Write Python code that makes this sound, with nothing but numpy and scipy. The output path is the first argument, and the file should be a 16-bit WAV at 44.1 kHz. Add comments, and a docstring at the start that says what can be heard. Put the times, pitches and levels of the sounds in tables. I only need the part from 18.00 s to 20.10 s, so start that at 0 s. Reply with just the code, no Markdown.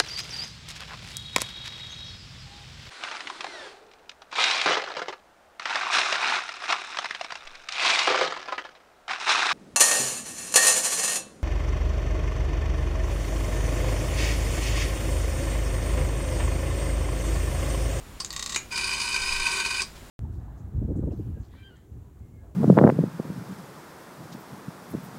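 """An old rotary telephone on a wooden table in a quiet room, microphone close by. One digit is dialled.
A finger catches the wheel and winds it over a clicking ratchet until it meets the metal stop.
Let go, the wheel runs back: gears and governor rattle and briefly squeal, and contacts tick.
The wheel knocks home, and a faint rustle follows over the low hum and hiss of the room."""
import sys
import numpy as np
from scipy import signal
from scipy.fft import rfft, irfft
from scipy.io import wavfile
from scipy.ndimage import uniform_filter1d

SR = 44100
rng = np.random.default_rng(int(sys.argv[2]) if len(sys.argv) > 2 else 0)


def master_out(mix):
    """Clip the mix to full scale and print it as 16-bit PCM to the path in sys.argv[1]."""
    frames = np.transpose(np.atleast_2d(mix))
    ceiling = np.clip(frames, -1, 1)
    pcm = np.round(ceiling * 32767).astype(np.int16)
    wavfile.write(sys.argv[1], SR, pcm)


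N = 92610

# Drive of the returning wheel: time_s, relative_db
RETURN_DRIVE = [(.706, -50), (.717, -33.5), (.76, -33), (.92, -30), (.98, -32.5), (1.06, -31.5),
                (1.15, -31), (1.19, -32.5), (1.28, -29.5), (1.385, -33), (1.5, -29.5), (1.61, -27),
                (1.636, -36.5), (1.66, -30), (1.69, -33), (1.8, -32), (1.816, -31), (1.83, -58)]
# Ticks of contacts and gear play: time_s, works_relative_db, snap_relative_db
CONTACT_TICKS = [(0.758, -35, -24), (.776, -18.5, -25), (.81, -32, -25.5), (.843, -42, -21.5),
                 (0.87, -32, -37), (.931, -24, -25), (0.963, -40, -30), (.977, -38, -31), (1, -23, -22),
                 (1.016, -22.5, -26), (1.04, -24.5, -37), (1.073, -46, -28), (1.127, -49, -24),
                 (1.143, -23.5, -24), (1.16, -19, -30), (1.217, -24, -23.5), (1.323, -22.5, -24),
                 (1.361, -20.5, -28), (1.398, -20.5, -27.5), (1.429, -25, -27.5), (1.467, -18.5, -25),
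                 (1.516, -33, -24), (1.547, -44, -33), (1.597, -24, -33), (1.65, -21, -32),
                 (1.661, -22, -26), (1.706, -22.5, -23), (1.744, -22, -45), (1.766, -36, -25.5),
                 (1.803, -22, -31)]
# Resonances of the works and of the ticks' bright snap: pitch_hz, width_hz, gain_db
WORKS_MODES = [(391, 25, 4), (959, 26.8, 16.5), (1070, 82, 10.5), (1515, 33, 13.5), (1543, 153, 8),
               (1944, 116, 5), (2401, 205, 14.5), (2500, 71, 18.5), (2850, 76, 2.5), (3012, 134, 10),
               (3660, 180, 5.5), (4600, 350, 2.5), (5530, 60, 0), (8100, 69, 4.5), (9160, 40, 5),
               (9315, 49, 11.5), (11000, 290, -7), (12900, 300, -17), (14100, 350, -17)]
SNAP_MODES = [(3760, 160, 2), (4220, 170, -8), (4750, 440, 10.5), (8330, 350, -1), (9260, 170, 3.5)]
# Broad tone under each set of resonances: frequency_hz, gain_db
WORKS_COLOUR = [(120, -17.5), (240, -1), (500, -10.5), (800, -8), (1250, -2.5), (1750, -15), (3300, -10.5),
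                (4200, 5), (5400, -5), (6600, 2.5), (7300, -4), (7800, 1), (8800, -7.5), (10200, -12.5),
                (11700, -21), (15500, -30)]
SNAP_COLOUR = [(500, -26), (2000, -12), (3300, -5), (5400, -3.5), (6600, -3), (8800, -21), (10200, -23),
               (15500, -35)]


def running_back(t, governor_hz=27.49, teeth=12, slips_per_s=7000, scatter_db=2, tick_decay_s=0.0065):
    """Tiny slips of governor and gears ring the works; the contacts tick over them."""
    wander = 0.00995 * unit(uniform_filter1d(rng.standard_normal(N), size=4000))
    angle = 2 * np.pi * np.cumsum(governor_hz * (1 + wander)) / SR
    # Friction swings once a turn, once for each of two weights and once for each tooth.
    grip = np.exp(0.12 * np.cos(angle) + 0.15 * np.cos(2 * angle) + 0.35 * np.cos(teeth * angle))
    slips = (rng.random(N) < slips_per_s / SR) * np.sign(rng.standard_normal(N))
    slips *= undb(scatter_db * rng.standard_normal(N))
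    drive = undb(np.interp(t, *np.array(RETURN_DRIVE).T, left=-np.inf, right=-np.inf))
    friction = unit(slips * grip) * drive
    lead_s = tick_decay_s / 2  # each tick starts to swell just before its time
    jolts = blows([(at - lead_s, db, tick_decay_s) for at, db, _ in CONTACT_TICKS], attack=0.58)
    snaps = blows([(at - lead_s, db, tick_decay_s) for at, _, db in CONTACT_TICKS], attack=0.51)
    works = ring(undb(-0.6) * friction + undb(-8) * jolts, body(WORKS_COLOUR, WORKS_MODES))
    bright_ticks = ring(undb(-8) * snaps, body(SNAP_COLOUR, SNAP_MODES))
    return works + singing(t, friction) + bright_ticks


# Ratchet clicks: start_s, relative_db, decay_s, pitch_hz, ring_db, shared_modes_db
RATCHET_CLICKS = [(0.2463, -24, 0.0025, 6940, 8, -12), (0.3043, -26, 0.0029, 4470, 13, 0),
                  (.3268, -30.5, 0.0033, 12200, -5, 0), (0.3355, -30.5, 0.0019, 4000, -7, 7),
                  (0.3624, -23, 0.004, 4670, -6, 0), (0.3932, -23, 0.0047, 4370, -3, 2),
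                  (.425, -22, 0.0037, 4250, -3, -2), (0.4605, -23, 0.0043, 4200, -3, -2.5),
                  (0.4919, -24, 0.011, 3820, -2, 0.5), (0.5199, -23.5, 0.011, 3800, -4, 2),
                  (0.5438, -20.5, 0.0078, 4030, 9, 2)]
# Pawl resonances shared by all clicks: pitch_hz, width_hz, gain_db
PAWL_MODES = [(1112, 98, 4.5), (1935, 114, 3.5), (2700, 320, -5.5), (3737, 130, 5.5), (6500, 250, 2.5),
              (7400, 320, 2)]
# Broad tone of the pawl: frequency_hz, gain_db
PAWL_COLOUR = [(200, -9), (750, -18), (1300, -11), (3300, -5.5), (4400, -0.5), (5300, -1.5), (5680, -7),
               (6100, -1), (8000, -3), (10000, -16.5), (15500, -28)]


def ratchet(gain_db=-8, width_ratio=0.095):
    """The pawl drops over the teeth as the wheel is wound, each click with a ring of its own."""
    clicks = np.zeros(N)
    for at, db, decay, hz, ring_db, shared_db in RATCHET_CLICKS:
        modes = [(pitch, width, mode_db + shared_db) for pitch, width, mode_db in PAWL_MODES]
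        modes.append((hz, width_ratio * hz, ring_db))
        clicks += ring(blows([(at, db, decay)]), body(PAWL_COLOUR, modes))
    return undb(gain_db) * clicks


# The finger on the metal stop: start_s, relative_db, decay_s
STOP_HITS = [(.5592, -22, 0.0031), (.5608, -15.5, 0.0026), (0.5674, -26, 0.0022)]
# Resonances of the stop: pitch_hz, width_hz, gain_db
STOP_MODES = [(255, 17, 9), (980, 130, 3), (1630, 90, 1), (2110, 190, 6.5), (2370, 130, 13.5),
              (2900, 230, 3.5), (3800, 69, -6), (4420, 63, -8), (6520, 51, 17.5), (6870, 21, 17),
              (7900, 200, -3)]
# Its broad tone: frequency_hz, gain_db
STOP_COLOUR = [(100, -27), (350, -2), (700, -16), (1300, 0.5), (3000, -12), (5200, -2.5), (6500, 5.5),
               (8500, -5), (10500, -17.5), (15500, -29)]
# Its lingering modes: pitch_hz, t60_s, gain_db
STOP_AFTER_RING = [(2400, .28, -5), (6730, .16, 0), (6970, .3, -4)]


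def finger_stop(t, gain_db=-7, after_ring_db=-39):
    """The finger strikes the metal stop, which rings on after the hardest hit."""
    after_ring = chime(t, STOP_HITS[1][0], after_ring_db, STOP_AFTER_RING)
    strike = ring(blows(STOP_HITS), body(STOP_COLOUR, STOP_MODES))
    return undb(gain_db) * strike + after_ring


# The wheel is caught, and later comes home: start_s, crack_relative_db, decay_s, ping_relative_db
WHEEL_KNOCKS = [(0.2007, -32, 0.0021, -32), (0.2036, -27, 0.0035, -24.5), (.207, -32.5, 0.0025, -48),
                (1.818, -22, 0.0036, -24.5), (1.8243, -28, 0.0018, -45)]
# Ping of the wheel: pitch_hz, t60_s, gain_db
WHEEL_MODES = [(1072.5, 0.039, -2), (4650, 0.02, 3), (4970, 0.031, 0), (5180, 0.025, -5), (8100, 0.028, -5),
               (8650, 0.027, -14)]
# Broad tone of its crack: frequency_hz, gain_db
WHEEL_COLOUR = [(200, -14), (750, -10.5), (1400, -9), (3300, -4), (5000, 2.5), (5900, -0.5), (7300, -4),
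                (8500, -2), (9500, -3.5), (10000, -28), (15500, -27)]


def wheel_knocks(t, crack_gain_db=-8):
    """The finger wheel knocks against its rest: a dry crack and a pitched ping."""
    crack = ring(blows([(at, db, decay) for at, db, decay, _ in WHEEL_KNOCKS]), body(WHEEL_COLOUR))
    ping = sum(chime(t, at, db, WHEEL_MODES) for at, _, _, db in WHEEL_KNOCKS)
    return undb(crack_gain_db) * crack + ping


# Squeals of the governor: peak_s, level_db
SQUEALS = [(.846, -22), (0.931, -23.5), (1.294, -21.5), (1.363, -23), (1.468, -15), (1.652, -21.5),
           (1.719, -24), (1.798, -18.5)]


def governor_squeals(t, pitch_hz=2504, half_length_s=0.0035):
    """The governor catches and its strongest resonance swells for a moment."""
    squeals = np.zeros(N)
    for at, db in SQUEALS:
        envelope = undb(db) * np.exp(-((t - at) / half_length_s) ** 2)
        squeals += envelope * np.sin(2 * np.pi * (pitch_hz * t + rng.random()))
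    return squeals


# Metallic ring of the returning wheel: time_s, pitch_hz, relative_db
SINGING_PATH = [(.72, 4810, -6), (1.1, 4860, -8.5), (1.35, 4930, -8.5), (1.6, 4620, -14), (1.8, 4860, -5)]


def singing(t, friction, width_hz=290):
    """Friction excites one narrow resonance whose centre shifts as the wheel turns."""
    times, hz, db = np.array(SINGING_PATH).T
    carrier = np.exp(2j * np.pi * np.cumsum(np.interp(t, times, hz)) / SR)
    narrow = signal.sosfilt(signal.butter(2, width_hz / 2, fs=SR, output="sos"), friction / carrier)
    return np.real(narrow * carrier) * np.sqrt(2 * SR / width_hz) * undb(np.interp(t, times, db))


# Reflections reaching the microphone from table and walls: delay_s, gain_db
REFLECTIONS = [(.0021, -13.5), (.0078, -16), (0.0139, -11)]


def room(direct, t60_s=0.23, treble_t60_s=0.18, tail_db=-7.5, tail_delay_s=0.005, split_hz=5000):
    """Nearby surfaces add a few reflections and a short tail whose treble dies first."""
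    t = np.arange(SR // 2) / SR
    noise = rng.standard_normal(len(t))
    low = signal.sosfiltfilt(signal.butter(2, split_hz, fs=SR, output="sos"), noise)
    tail = low * undb(-60 * t / t60_s) + (noise - low) * undb(-60 * t / treble_t60_s)
    tail *= t > tail_delay_s
    response = undb(tail_db) * tail / np.sqrt(np.sum(tail ** 2))
    for delay, db in REFLECTIONS:
        response[int(delay * SR)] += undb(db)
    return direct + ring(direct, response)


# Room tone at the microphone: frequency_hz, gain_db
AIR_COLOUR = [(12, -18), (20, -10.5), (55, -8), (120, -12), (138, -14), (172, -14.5), (301, -18.5),
              (337, -18), (377, -18), (410, -21), (660, -24), (976, -24), (6360, -36), (6910, -34.5),
              (16000, -42.5)]
# Mains hum and a faint whine: pitch_hz, rms_db
HUM_TONES = [(50, -52.5), (7040, -69)]


def room_tone(t, air_db=-46):
    """Steady air and hum, a deep swell while the wheel runs back and a faint rustle afterwards."""
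    air = undb(air_db) * unit(ring(rng.standard_normal(N), body(AIR_COLOUR)))
    hum = sum(np.sqrt(2) * undb(db) * np.sin(2 * np.pi * hz * t) for hz, db in HUM_TONES)
    rumble = swell(t, peak_s=1.346, half_length_s=0.11, level_db=-33.5, band_hz=(9.7, 25.7))
    rustle = swell(t, peak_s=1.97, half_length_s=0.021, level_db=-53, band_hz=(2100, 5900))
    return air + hum + rumble + rustle


def swell(t, peak_s, half_length_s, level_db, band_hz):
    """A band of noise that comes and goes."""
    noise = signal.sosfilt(signal.butter(2, band_hz, "band", fs=SR, output="sos"), rng.standard_normal(N))
    return undb(level_db) * unit(noise) * np.exp(-((t - peak_s) / half_length_s) ** 2)


def blows(rows, attack=0.15, level_window=441):
    """Short scrapes of even spectrum, each rising over a share of its decay; levels are rms over 10 ms."""
    out = np.zeros(N)
    t = np.arange(level_window * 4) / SR
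    for at, db, decay in rows:
        envelope = (1 - np.exp(-t / (attack * decay))) ** 2 * np.exp(-t / decay)
        spectrum = rfft(rng.standard_normal(len(t)) * envelope)
        push = irfft(spectrum / np.abs(spectrum)) * np.sqrt(envelope)
        start = int(at * SR)
        out[start:start + len(t)] += push * undb(db) * np.sqrt(level_window / np.sum(push ** 2))
    return out


def chime(t, start_s, level_db, modes, attack_s=0.0017):
    """Modes swell quickly after a knock and fade, each at its own rate."""
    age = np.maximum(t - start_s, 0)
    tones = np.zeros(N)
    for hz, t60, mode_db in modes:
        envelope = undb(level_db + mode_db - 60 * age / t60)
        tones += envelope * np.sin(2 * np.pi * (hz * age + rng.random()))
    return -np.expm1(-age / attack_s) * tones


def body(colour, modes=(), size=8192):
    """Impulse response of unit energy: resonances standing on a broad tone."""
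    freqs = np.maximum(np.arange(size // 2 + 1) * SR / size, 1)
    colour_hz, colour_db = np.array(colour).T
    power = undb(np.interp(np.log(freqs), np.log(colour_hz), colour_db)) ** 2
    for hz, width, db in modes:
        power += undb(db) ** 2 / (1 + 2 * ((freqs - hz) / width) ** 2) ** 2
    # Minimum phase: the ring follows the blow and never precedes it.
    cepstrum = irfft(np.log(power) / 2)
    cepstrum[1:size // 2] *= 2
    cepstrum[size // 2 + 1:] = 0
    response = irfft(np.exp(rfft(cepstrum)))
    return response / np.sqrt(np.sum(response ** 2))


def ring(sound, response):
    """Pass a sound through an impulse response."""
    return signal.fftconvolve(sound, response)[:N]


def undb(db):
    """Decibels to gain."""
    return 10 ** (np.asarray(db) / 20)


def unit(x):
    """Scale to rms 1."""
    return x / np.sqrt(np.mean(x ** 2))


def scene():
    """The dial in its room, heard from one close microphone."""
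    t = np.arange(N) / SR
    dial = wheel_knocks(t) + ratchet() + finger_stop(t) + running_back(t)
    return (room(dial) + governor_squeals(t) + room_tone(t))[None]


def record(dry, cutoff_hz=16150):
    """The recorder cuts the highest treble steeply."""
    return signal.sosfilt(signal.ellip(10, 0.2, 80, cutoff_hz, fs=SR, output="sos"), dry)


dry = scene()
out = record(dry)
master_out(out)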